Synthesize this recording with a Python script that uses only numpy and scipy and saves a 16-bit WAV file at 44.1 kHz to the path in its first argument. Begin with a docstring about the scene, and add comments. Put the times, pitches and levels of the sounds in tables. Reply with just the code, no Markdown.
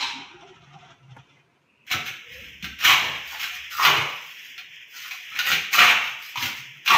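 """A dull scrape dies away, then faint rustling and a tap; soon a worker is scooping wet mortar off a
concrete floor and bedding bricks in it, in a small bare room. Each stroke is a rush of slipping sand,
with fine grit on top and a dull push below. In a scoop, a hollow note sinks as the mortar gathers.
Bricks and stones knock, and the hard walls ring on. Faint tones, a rumble and still air lie behind."""
import sys
import numpy as np
from scipy import signal
from scipy.io import wavfile
from scipy.ndimage import uniform_filter1d

SR = 44100
rng = np.random.default_rng(int(sys.argv[2]) if len(sys.argv) > 2 else 0)


def store_wav(level_fs):
    """Save 16-bit WAV to argv[1]."""
    pcm = np.round(np.clip(np.atleast_2d(level_fs), -1, 1) * 32767)
    wavfile.write(sys.argv[1], SR, pcm.T.astype(np.int16))


N = 307377
TIME = np.arange(N) / SR

# Tone colours of rasping sand, fine grit, the wet push and the first scrape (frequency [Hz], level [dB])
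RASP_COLOUR = [(350, -52), (600, -23), (657, -55.5), (719, -3), (912, -18.5), (1070, -7.5), (1590, -9.5),
               (2310, 3.5), (2870, 0.5), (4030, -5.5), (4830, -17.5), (6410, -13), (9000, -64),
               (11700, -78), (19800, -120)]
GRIT_COLOUR = [(2500, -17), (4000, 1.5), (5000, 0), (6300, -0.5), (7500, -9), (9500, -22), (11500, -17),
               (12800, -2.5), (15200, -3.5)]
PUSH_COLOUR = [(30, -42), (55, -34), (90, 4.5), (150, 8), (220, -12), (400, 1.5), (600, 1), (800, 0.5),
               (1200, -45)]
FIRST_SCRAPE_COLOUR = [(120, -40), (200, -17), (267, -12.5), (512, -21.5), (671, -22.5), (946, 1.5),
                       (1070, -7.5), (1720, -10), (2330, -2), (3670, -5.5), (4010, 0), (4550, -10.5),
                       (5860, -13), (9550, -38), (15000, -40)]
# How the first, duller scrape dies away (time [s], level [dB])
FIRST_SCRAPE = [(0, -23), (.09, -31.5), (.2, -57)]
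# Notes at which the scraped brick and floor ring (pitch [Hz], width [Hz], level [dB])
BRICK_NOTES = [(1480, 88, -4), (1890, 115, 21), (2200, 100, 18), (2300, 180, -12.5), (2930, 133, -14)]
# Pushes and scrapes through the mortar
# (start [s], rise [s], hold [s], release [s], level [dB], grit offset [dB], push offset [dB])
STROKES = [ (1.863, 0.0043, 0.045, 0.022, -47, -3, -40), (1.901, 0.014, .018, 0.041, -14.5, -15, -18),
           (2.047, 0.013, .033, 0.033, -29.5, -9, -21), (2.229, 0.096, 0.16, 0.082, -44, -8, -17.5),
           (2.788, 0.062, 0.075, 0.055, -13, -9, -25.5), (2.938, 0.038, .12, 0.22, -28.5, -11.5, -11.5),
           (3.213, 0.084, 0.072, 0.098, -35.5, -4.5, -30), (3.38, 0.027, 0.034, 0.11, -26, -5, -43),
           (3.506, 0.037, 0.023, 0.04, -31.5, -7, -24), (3.694, 0.014, 0.13, 0.045, -37, 1.5, -35),
           (3.767, 0.077, 0.047, .1, -14.5, -10.5, -13.5), (3.876, 0.067, 0.074, 0.19, -25.5, -19, -13.5),
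           (4.015, 0.081, 0.4, 0.1, -47.5, -0.5, -32), (4.878, 0.094, 0.093, 0.45, -37, -1, -46),
           (5.275, 0.097, .02, 0.11, -26.5, -18, -30), (5.424, 0.052, 0.062, 0.11, -19.5, -7.5, -25),
           (5.711, 0.022, .03, 0.035, -20.5, -3.5, -28), (5.762, 0.025, 0.08, .08, -11.5, -14.5, -20),
           (5.857, 0.039, 0.017, 0.091, -17, -17, -25), (5.992, 0.041, 0.042, 0.13, -31.5, -9, -21.5),
           (6.164, 0.062, 0.087, 0.11, -42.5, 0, -39), (6.364, 0.066, 0.026, .12, -24.5, -4, -19),
           (6.549, 0.031, 0.017, 0.042, -39, -1, -23), (6.72, .03, 0.032, .06, -51, -9.5, -7),
           (6.85, 0.065, 0.022, 0.085, -11.5, -13, -24)]

def mortar_strokes(judder_db=3.0, push_lag_s=0.036):
    """Sand sticks and slips in clumps, ringing the brick and cracking off grit; the wet mix squelches."""
    judder = gain_of(judder_db * np.clip(wander(190), -2, 1.5))
    slips = unit_level(grains(per_s=2900, spread_db=4) * judder)
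    brick = unit_level(sum(gain_of(db) * resonate(slips, hz, width) for hz, width, db in BRICK_NOTES))
    squelch = pops(low_hz=1300, high_hz=3554, per_s=420, cycles=6)
    rasp = unit_level(colour(slips, RASP_COLOUR) + gain_of(-8) * brick + gain_of(-4) * squelch)
    gravel = unit_level(grains(per_s=130, spread_db=0.5))  # single coarse grains snap
    crunch = unit_level(grains(per_s=7000, spread_db=5) * judder)
    grit = colour(crunch + gain_of(-7) * gravel, GRIT_COLOUR)
    suck = pops(low_hz=172, high_hz=663, per_s=240, cycles=5.3)  # larger air pockets, deep in the mix
    wet_mass = colour(grains(per_s=800, spread_db=2.5) * judder, PUSH_COLOUR)
    push = unit_level(wet_mass + gain_of(-7) * suck)
    out = np.zeros(N)
    for start, *shape, db, grit_db, push_db in STROKES:
        out += rasp * swell(start, *shape, db - 1, entry_db=-28, sag_db=-3)
        out += grit * swell(start, *shape, db + grit_db, entry_db=-19.5, sag_db=-3)
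        # The wet mass gives way after the sand has begun to slip.
        out += push * swell(start + push_lag_s, *shape, db + push_db, entry_db=-40, sag_db=-6.5)
    return out + colour(slips, FIRST_SCRAPE_COLOUR) * level_curve(FIRST_SCRAPE)


# Scoops of mortar (start [s], rise [s], hold [s], release [s], starting pitch [Hz], level [dB])
SCOOPS = [(2.82, 0.029, 0.054, .03, 1330, -27.5), (2.875, 0.019, 0.007, .16, 1220, -18),
          (3.32, 0.011, .02, 0.029, 890, -38), (3.708, .015, 0.043, .04, 1490, -36.5),
          (3.78, 0.058, 0.055, 0.11, 1300, -17.5), (3.96, 0.022, 0.076, .1, 1250, -37.5),
          (5.04, 0.019, 0.0079, .03, 1340, -42), (5.73, 0.019, 0.014, 0.014, 1300, -21.5),
          (5.78, 0.011, 0.013, .2, 1313, -14), (6.88, 0.069, 0.01, 0.037, 1160, -13.5)]

def mortar_scoops(chatter_per_s=80, width_hz=230, sink_octaves_per_s=3.64):
    """Uneven chatter rings the hollow between hand and floor; its note sinks as mortar gathers."""
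    click_count = np.cumsum(chatter_per_s * np.exp(0.3 * wander(90))) / SR
    chatter = unit_level(np.diff(np.floor(click_count), prepend=0))  # a click at each whole number
    sand = 0.93 * unit_level(grains(per_s=1700, spread_db=4.5))
    pitch, gain = np.full(N, float(SCOOPS[0][4])), np.zeros(N)
    for start, rise, hold, release, hz, db in SCOOPS:
        age = np.clip(TIME - start, 0, rise + hold + release)
        pitch = np.where(TIME >= start, hz * 2 ** (-sink_octaves_per_s * age), pitch)
        gain += swell(start, rise, hold, release, db, entry_db=-14.5, sag_db=-3.5)
    hollow = resonate(chatter + sand, pitch, width_hz)
    return gain * unit_level(resonate(hollow, pitch, 2 * width_hz))


# Tone colour of the thud under a knock (frequency [Hz], level [dB])
THUD_COLOUR = [(30, -69), (70, -8), (150, -6.5), (300, -14), (500, -31), (1200, -65)]
# Knocks on bricks and stones (time [s], level [dB], pitch [Hz], ring offset [dB], thud offset [dB])
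KNOCKS = [(1.914, -10, 1460, -22, -49), (1.938, -18, 1342, 4, -11.5), (2.063, -19, 1510, -9, -24),
          (2.625, -19, 1610, -25, -9.5), (2.643, -15.5, 1560, -5, -18), (2.835, -15, 1120, -8, -48),
          (2.904, -7, 1205, -12, -49), (2.919, -4.5, 1250, -29, -37), (3.396, -18, 1300, -16, -51),
          (3.797, -19, 1078, 15.5, -32.5), (3.85, 1, 1154, -2, -50), (3.867, -16, 1133, 11, -54),
          (4.579, -20, 1390, -14.5, -35.5), (5.11, -15, 1480, -30, -46), (5.39, -7, 1480, -4.5, -50),
          (5.516, -5, 1586, -9, -22.5), (5.789, -1.5, 1480, -1, -27), (5.814, -10, 1472, 6, -44),
          (6.357, -17.5, 972, 3.5, -44), (6.373, -13, 1038, -7, -21), (6.424, -10, 1320, -20, -18.5),
          (6.86, -11.5, 1190, -33, -42), (6.877, -3, 1392, -24, -53), (6.903, -6.5, 1152, 4, -27)]

def brick_knocks(crack_s=0.086, ring_s=0.052, thud_s=0.2):
    """A knocked brick or stone gives a gritty crack, two notes cut short by the mortar, and a thud."""
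    t, out = np.arange(SR // 4) / SR, np.zeros(N)
    for start, db, hz, ring_db, thud_db in KNOCKS:
        rasp_noise, grit_noise, thud_noise = rng.standard_normal((3, len(t)))
        grit = gain_of(-10) * colour(grit_noise ** 3, GRIT_COLOUR)  # cubing makes the noise spiky
        crack = gain_of(-9) * (colour(rasp_noise, RASP_COLOUR) + grit) * die_away(t, crack_s)
        notes = np.sin(2 * np.pi * hz * t) + gain_of(-5) * np.sin(2 * np.pi * 1.2 * hz * t)
        ring = gain_of(ring_db - 4) * notes * (1 - np.exp(-t * hz)) * die_away(t, ring_s)
        thud = gain_of(thud_db - 5) * colour(thud_noise, THUD_COLOUR) * die_away(t, thud_s)
        add(out, start, gain_of(db) * (crack + ring + thud))
    return out


# Tone colour of the tap (frequency [Hz], level [dB])
TAP_COLOUR = [(40, -20), (130, -2), (400, -5.5), (650, -15), (900, -0.5), (1150, -18), (1500, -8),
              (2500, -24), (6000, -35), (15000, -46)]

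def small_tap(start_s=1.166, level_db=-41.5, fade_s=0.07):
    """A small, close tap: one quick burst of noise with no echo."""
    t, out = np.arange(SR // 4) / SR, np.zeros(N)
    burst = colour(rng.standard_normal(len(t)) * die_away(t, fade_s), TAP_COLOUR)
    opening_level = np.sqrt(np.mean(burst[:SR // 100] ** 2))
    add(out, start_s, gain_of(level_db) * burst / opening_level)
    return out


# Faint hollow tones (start [s], length [s], pitch [Hz], level [dB])
TONES = [(0.108, .15, 273.3, -49), (0.302, 0.15, 346, -55), (0.429, 0.11, 380, -47),
         (0.404, 0.12, 734, -52.5), (0.579, .22, 141, -50), (0.705, 0.095, 726, -52),
         (0.809, 0.093, 729, -59.5), (.98, 0.27, 130, -50.5), (2.22, 0.37, 496, -57),
         (2.28, 0.6, 70.2, -55.5), (2.904, 1, 71, -63), (3.899, .15, 127, -43), (6.38, 0.5, 139.3, -58.5)]

def hollow_tones(waver=0.041, flutter_db=4.5, fuzz=0.21):
    """Faint hollow tones swell and fade, fuzzy and unsteady in pitch and level."""
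    out, drift = np.zeros(N), wander(60)
    flutter = gain_of(flutter_db * wander(42))
    haze = 1 + fuzz * (wander(110) + 1j * wander(110))  # blurs each pure note a little
    haze *= flutter / np.sqrt(1 + 2 * fuzz ** 2)
    for start, length, hz, db in TONES:
        span = (TIME >= start) & (TIME < start + length)
        pitch = hz * (1 + waver * drift[span])
        tone = (haze[span] * np.exp(2j * np.pi * np.cumsum(pitch) / SR)).real
        out[span] += gain_of(db) * np.sqrt(2) * signal.windows.tukey(span.sum(), 0.5) * tone
    return out


# Tone colour of the rumble (frequency [Hz], level [dB])
RUMBLE_COLOUR = [(25, -8), (65, -0.5), (150, -2.5), (300, -11), (480, -19), (1200, -80)]
# Swells of rumble (start [s], rise [s], hold [s], release [s], level [dB])
RUMBLES = [(0, 0.018, 1.3, .15, -65), (2.252, 0.071, 0.6, .1, -56), (2.95, 0.031, .17, 0.16, -49)]

def low_rumble(lumpy_db=2.0):
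    """A faint, lumpy low rumble comes and goes under the work."""
    gain = sum(swell(*row, entry_db=-7, sag_db=-2.5) for row in RUMBLES)
    return colour(rng.standard_normal(N), RUMBLE_COLOUR) * gain * gain_of(lumpy_db * wander(21.87))


# Loudness of nearby sand, a rustle farther off and a rub before the first brick (time [s], level [dB])
SAND_LEVELS = [(1.875, -44), (2.2, -51), (2.45, -44), (2.75, -45.5), (3.2, -38.5), (4.301, -43.5),
               (4.8, -46), (5.2, -41.5), (6.3, -43.5), (6.97, -48)]
FAR_LEVELS = [(0.2, -44), (0.604, -51.5), (0.92, -49), (0.994, -56), (1.178, -56), (1.194, -51.5),
              (1.6, -64)]
RUB_LEVELS = [(1.6, -86), (1.68, -66), (1.86, -61.5)]
# Tone colours of the sand, the far rustle and the air (frequency [Hz], level [dB])
SAND_COLOUR = [(410, -85), (700, -48), (975, -68.5), (1050, -20), (1180, -22), (1300, -12.5), (1850, 1.5),
               (2520, 5), (3370, 2), (4640, -53), (5000, -11.5), (6530, -18), (9000, -41.5), (11700, -52),
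               (19800, -120)]
FAR_COLOUR = [(59, -41), (100, -22.5), (139, -7), (229, -15), (385, -11.5), (476, -21), (687, -20),
              (1180, -12), (1480, -16.5), (2020, -26), (3090, -16), (4630, -25.5), (6300, -28),
              (10000, -58.5), (13000, -100), (22000, -120)]
AIR_COLOUR = [(18, -46.5), (30, -21), (132, -7.5), (497, -7), (716, -15), (815, -21), (953, -5),
              (1060, -10), (2490, -16.5), (3680, -23), (15000, -42.5)]

def rustle_and_air(flicker_db=1.5, air_db=-59, rub_hz=2600, rub_width_hz=500):
    """Sand rustles, a farther rustle patters softly and something rubs lightly, over still air."""
    sand = colour(grains(per_s=9900, spread_db=3), SAND_COLOUR)
    grit = gain_of(-17) * colour(grains(per_s=8000, spread_db=7), GRIT_COLOUR)
    near = (sand + grit) * level_curve(SAND_LEVELS)
    patter = pops(low_hz=675, high_hz=3634, per_s=370, cycles=21, spread_db=1.5)
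    far = colour(grains(per_s=340, spread_db=5.5), FAR_COLOUR) + patter
    far = shifting_colour(room_echoes(far), size=2048, patchy_db=0.5)
    far = unit_level(far) * level_curve(FAR_LEVELS, fade_s=0.091)
    rub = resonate(rng.standard_normal(N), rub_hz, rub_width_hz)
    rub = unit_level(resonate(rub, rub_hz, rub_width_hz)) * level_curve(RUB_LEVELS)
    air = gain_of(air_db) * colour(rng.standard_normal(N), AIR_COLOUR)
    return (near + far + rub) * gain_of(flicker_db * wander(35)) + air


# How long the bare walls ring (frequency [Hz], time to fade by 60 dB [s])
WALL_RING = [(100, 0.23), (400, 0.72), (900, 0.76), (1800, 0.65), (2800, 0.84), (4200, 0.57), (6000, 0.6),
             (13000, 0.37)]

def room_echoes(x, early_db=-6, early_s=0.11, tail_db=-5, gap_s=0.0036):
    """Close walls give dense early echoes, then a tail that lasts longest at middle pitches."""
    t = np.arange(SR) / SR
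    bounces = rng.choice([-1., 1.], (2, SR)) * (rng.random((2, SR)) < 3000 / SR) * (t > gap_s)
    early = bounces[0] * die_away(t, early_s)
    hz, age, bands = signal.stft(bounces[1], SR, nperseg=256)
    bands *= die_away(age, value_at(WALL_RING, hz)[:, None])
    tail = signal.istft(bands, SR, nperseg=256)[1][:SR]
    early *= gain_of(early_db) / np.linalg.norm(early)
    tail *= gain_of(tail_db) / np.linalg.norm(tail)
    return signal.fftconvolve(x, early + tail)[:N]


# Sound fainter than this is turned down (frequency [Hz], level [dB])
QUIET_LIMIT = [(60, -84), (200, -74.5), (700, -66.5), (1200, -68.5), (2500, -83.5), (4500, -72.5),
               (6000, -95.5), (10000, -100), (14000, -106)]

def suppress_noise(x, depth_db=-9):
    """A noise suppressor turns down each narrow band of pitch while it is faint."""
    hz, _, bands = signal.stft(x, SR, nperseg=1024, noverlap=768)
    power = abs(uniform_filter1d(abs(bands) ** 2, 7, axis=-1))
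    limit = gain_of(value_at(QUIET_LIMIT, hz))[:, None] ** 2
    gain = np.maximum(power / (power + limit), gain_of(depth_db))
    return signal.istft(bands * gain, SR, nperseg=1024, noverlap=768)[1][:, :N]


def grains(per_s, spread_db):
    """Grains click at random, most of them softly and a few loudly."""
    chance, out = rng.random(N), np.zeros(N)
    at = np.flatnonzero(chance < per_s / SR)
    force = np.minimum(-np.log(chance[at] * SR / per_s + 1e-12), 4)
    out[at] = gain_of(spread_db * force) * np.where(at % 2, 1, -1)
    return out


def pops(low_hz, high_hz, per_s, cycles, spread_db=4):
    """Air pockets of many sizes burst, each ringing briefly at its own pitch."""
    t, out = np.arange(SR // 25) / SR, np.zeros(N)
    for when, pocket, force in rng.random((int(per_s * N / SR), 3)):
        hz = low_hz * (high_hz / low_hz) ** pocket
        gain = gain_of(spread_db * min(-np.log(1 - force), 4))
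        age = t[:int(5 * cycles / hz * SR)]
        add(out, when * N / SR, gain * np.sin(2 * np.pi * hz * age) * np.exp(-hz * age / cycles))
    return unit_level(out)


def shifting_colour(x, size=512, patchy_db=2.5):
    """The contact keeps changing, so narrow bands of pitch stand out and sink back."""
    bands = signal.stft(x, nperseg=size)[2]
    blur = np.outer(np.hanning(7), np.hanning(11))
    patches = signal.fftconvolve(rng.standard_normal(bands.shape), blur, "same")
    gain = gain_of(patchy_db * np.minimum(unit_level(patches), 2))
    return signal.istft(bands * unit_level(gain), nperseg=size)[1][:N]


def swell(start, rise, hold, release, db, entry_db, sag_db, release_db=-27):
    """Loudness shaped like a hand movement: touch, bear down, ease a little, let go."""
    times = start + np.cumsum([0, rise, hold, release])
    levels = db + np.array([entry_db, 0, sag_db, sag_db + release_db])
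    return level_curve(np.column_stack([times, levels]))


def level_curve(points, fade_s=0.0009):
    """Gain that follows (time [s], level [dB]) points and fades beyond both ends."""
    times, db = np.transpose(points)
    near = slice(*np.searchsorted(TIME, [times[0] - 10 * fade_s, times[-1] + 10 * fade_s]))
    t, out = TIME[near], np.zeros(N)
    outside_s = abs(t - np.clip(t, times[0], times[-1]))
    out[near] = gain_of(np.interp(t, times, db)) * np.exp(-outside_s / fade_s)
    return out


def colour(x, points, size=4096):
    """Give x a tone colour (how strong each frequency is), at an average level of 1."""
    log_gain = np.log(gain_of(value_at(points, abs(np.fft.fftfreq(size, 1 / SR)))))
    spectrum = np.exp(np.conj(signal.hilbert(log_gain)))  # rings after a click, never before
    response = np.fft.ifft(spectrum).real[:size // 2]
    return unit_level(signal.oaconvolve(x, response)[:len(x)])


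def resonate(x, hz, width):
    """Make x ring at a steady or moving pitch; a smaller width rings longer."""
    decay = np.exp(-np.pi * width / SR)
    if np.ndim(hz) == 0:
        return 2 * signal.lfilter([1 - decay], [1, -decay * np.exp(2j * np.pi * hz / SR)], x + 1e-18).real
    turn = np.exp(2j * np.pi * np.cumsum(hz) / SR)
    return 2 * (turn * signal.lfilter([1 - decay], [1, -decay], x / turn + 1e-18)).real


def wander(per_s):
    """A curve that glides to a new random value per_s times a second."""
    values = rng.standard_normal(N // 32)
    return unit_level(np.interp(TIME * per_s, np.arange(len(values)), values))


def die_away(t, seconds):
    """Gain that falls by 60 dB in the given time."""
    return gain_of(-60 * t / seconds)


def gain_of(db):
    """Turn decibels into a multiplier."""
    return 10 ** (np.asarray(db) / 20)


def unit_level(x):
    """Scale x to an average (rms) level of 1."""
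    return x / np.sqrt(np.mean(x ** 2) + 1e-20)


def value_at(points, hz):
    """Read between the rows of a frequency table, spacing octaves evenly."""
    frequencies, values = np.transpose(points)
    return np.interp(np.log(hz + 1), np.log(frequencies + 1), values)


def add(mix, start_s, sound):
    """Mix a sound in at the given time."""
    part = mix[round(start_s * SR):][:len(sound)]
    part += sound[:len(part)]


def scene(direct_db=-4, movement_hz=0.9):
    """The hands move about, so the work passes in turn through three echo patterns of the room."""
    work = shifting_colour(mortar_strokes()) + mortar_scoops() + brick_knocks()
    place = 2 * np.pi * movement_hz * TIME
    shares = np.cos(place + np.pi * np.arange(3)[:, None] / 3) ** 3
    shares /= np.linalg.norm(shares, axis=0)
    echoes = sum(room_echoes(work * share) for share in shares)
    background = hollow_tones() + small_tap() + low_rumble() + rustle_and_air()
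    return (gain_of(direct_db) * work + echoes + background)[None]


def record(dry, low_cut_hz=55, high_cut_hz=15620):
    """The microphone loses deep bass, faint noise is turned down, peaks are rounded, top treble is cut."""
    bass_cut = signal.butter(3, low_cut_hz, "high", fs=SR, output="sos")
    treble_cut = signal.firwin(801, high_cut_hz, window=("kaiser", 9), fs=SR)
    rounded = np.tanh(suppress_noise(signal.sosfilt(bass_cut, dry)))
    return signal.oaconvolve(rounded, treble_cut[None], "same")


dry = scene()
out = record(dry)
store_wav(out)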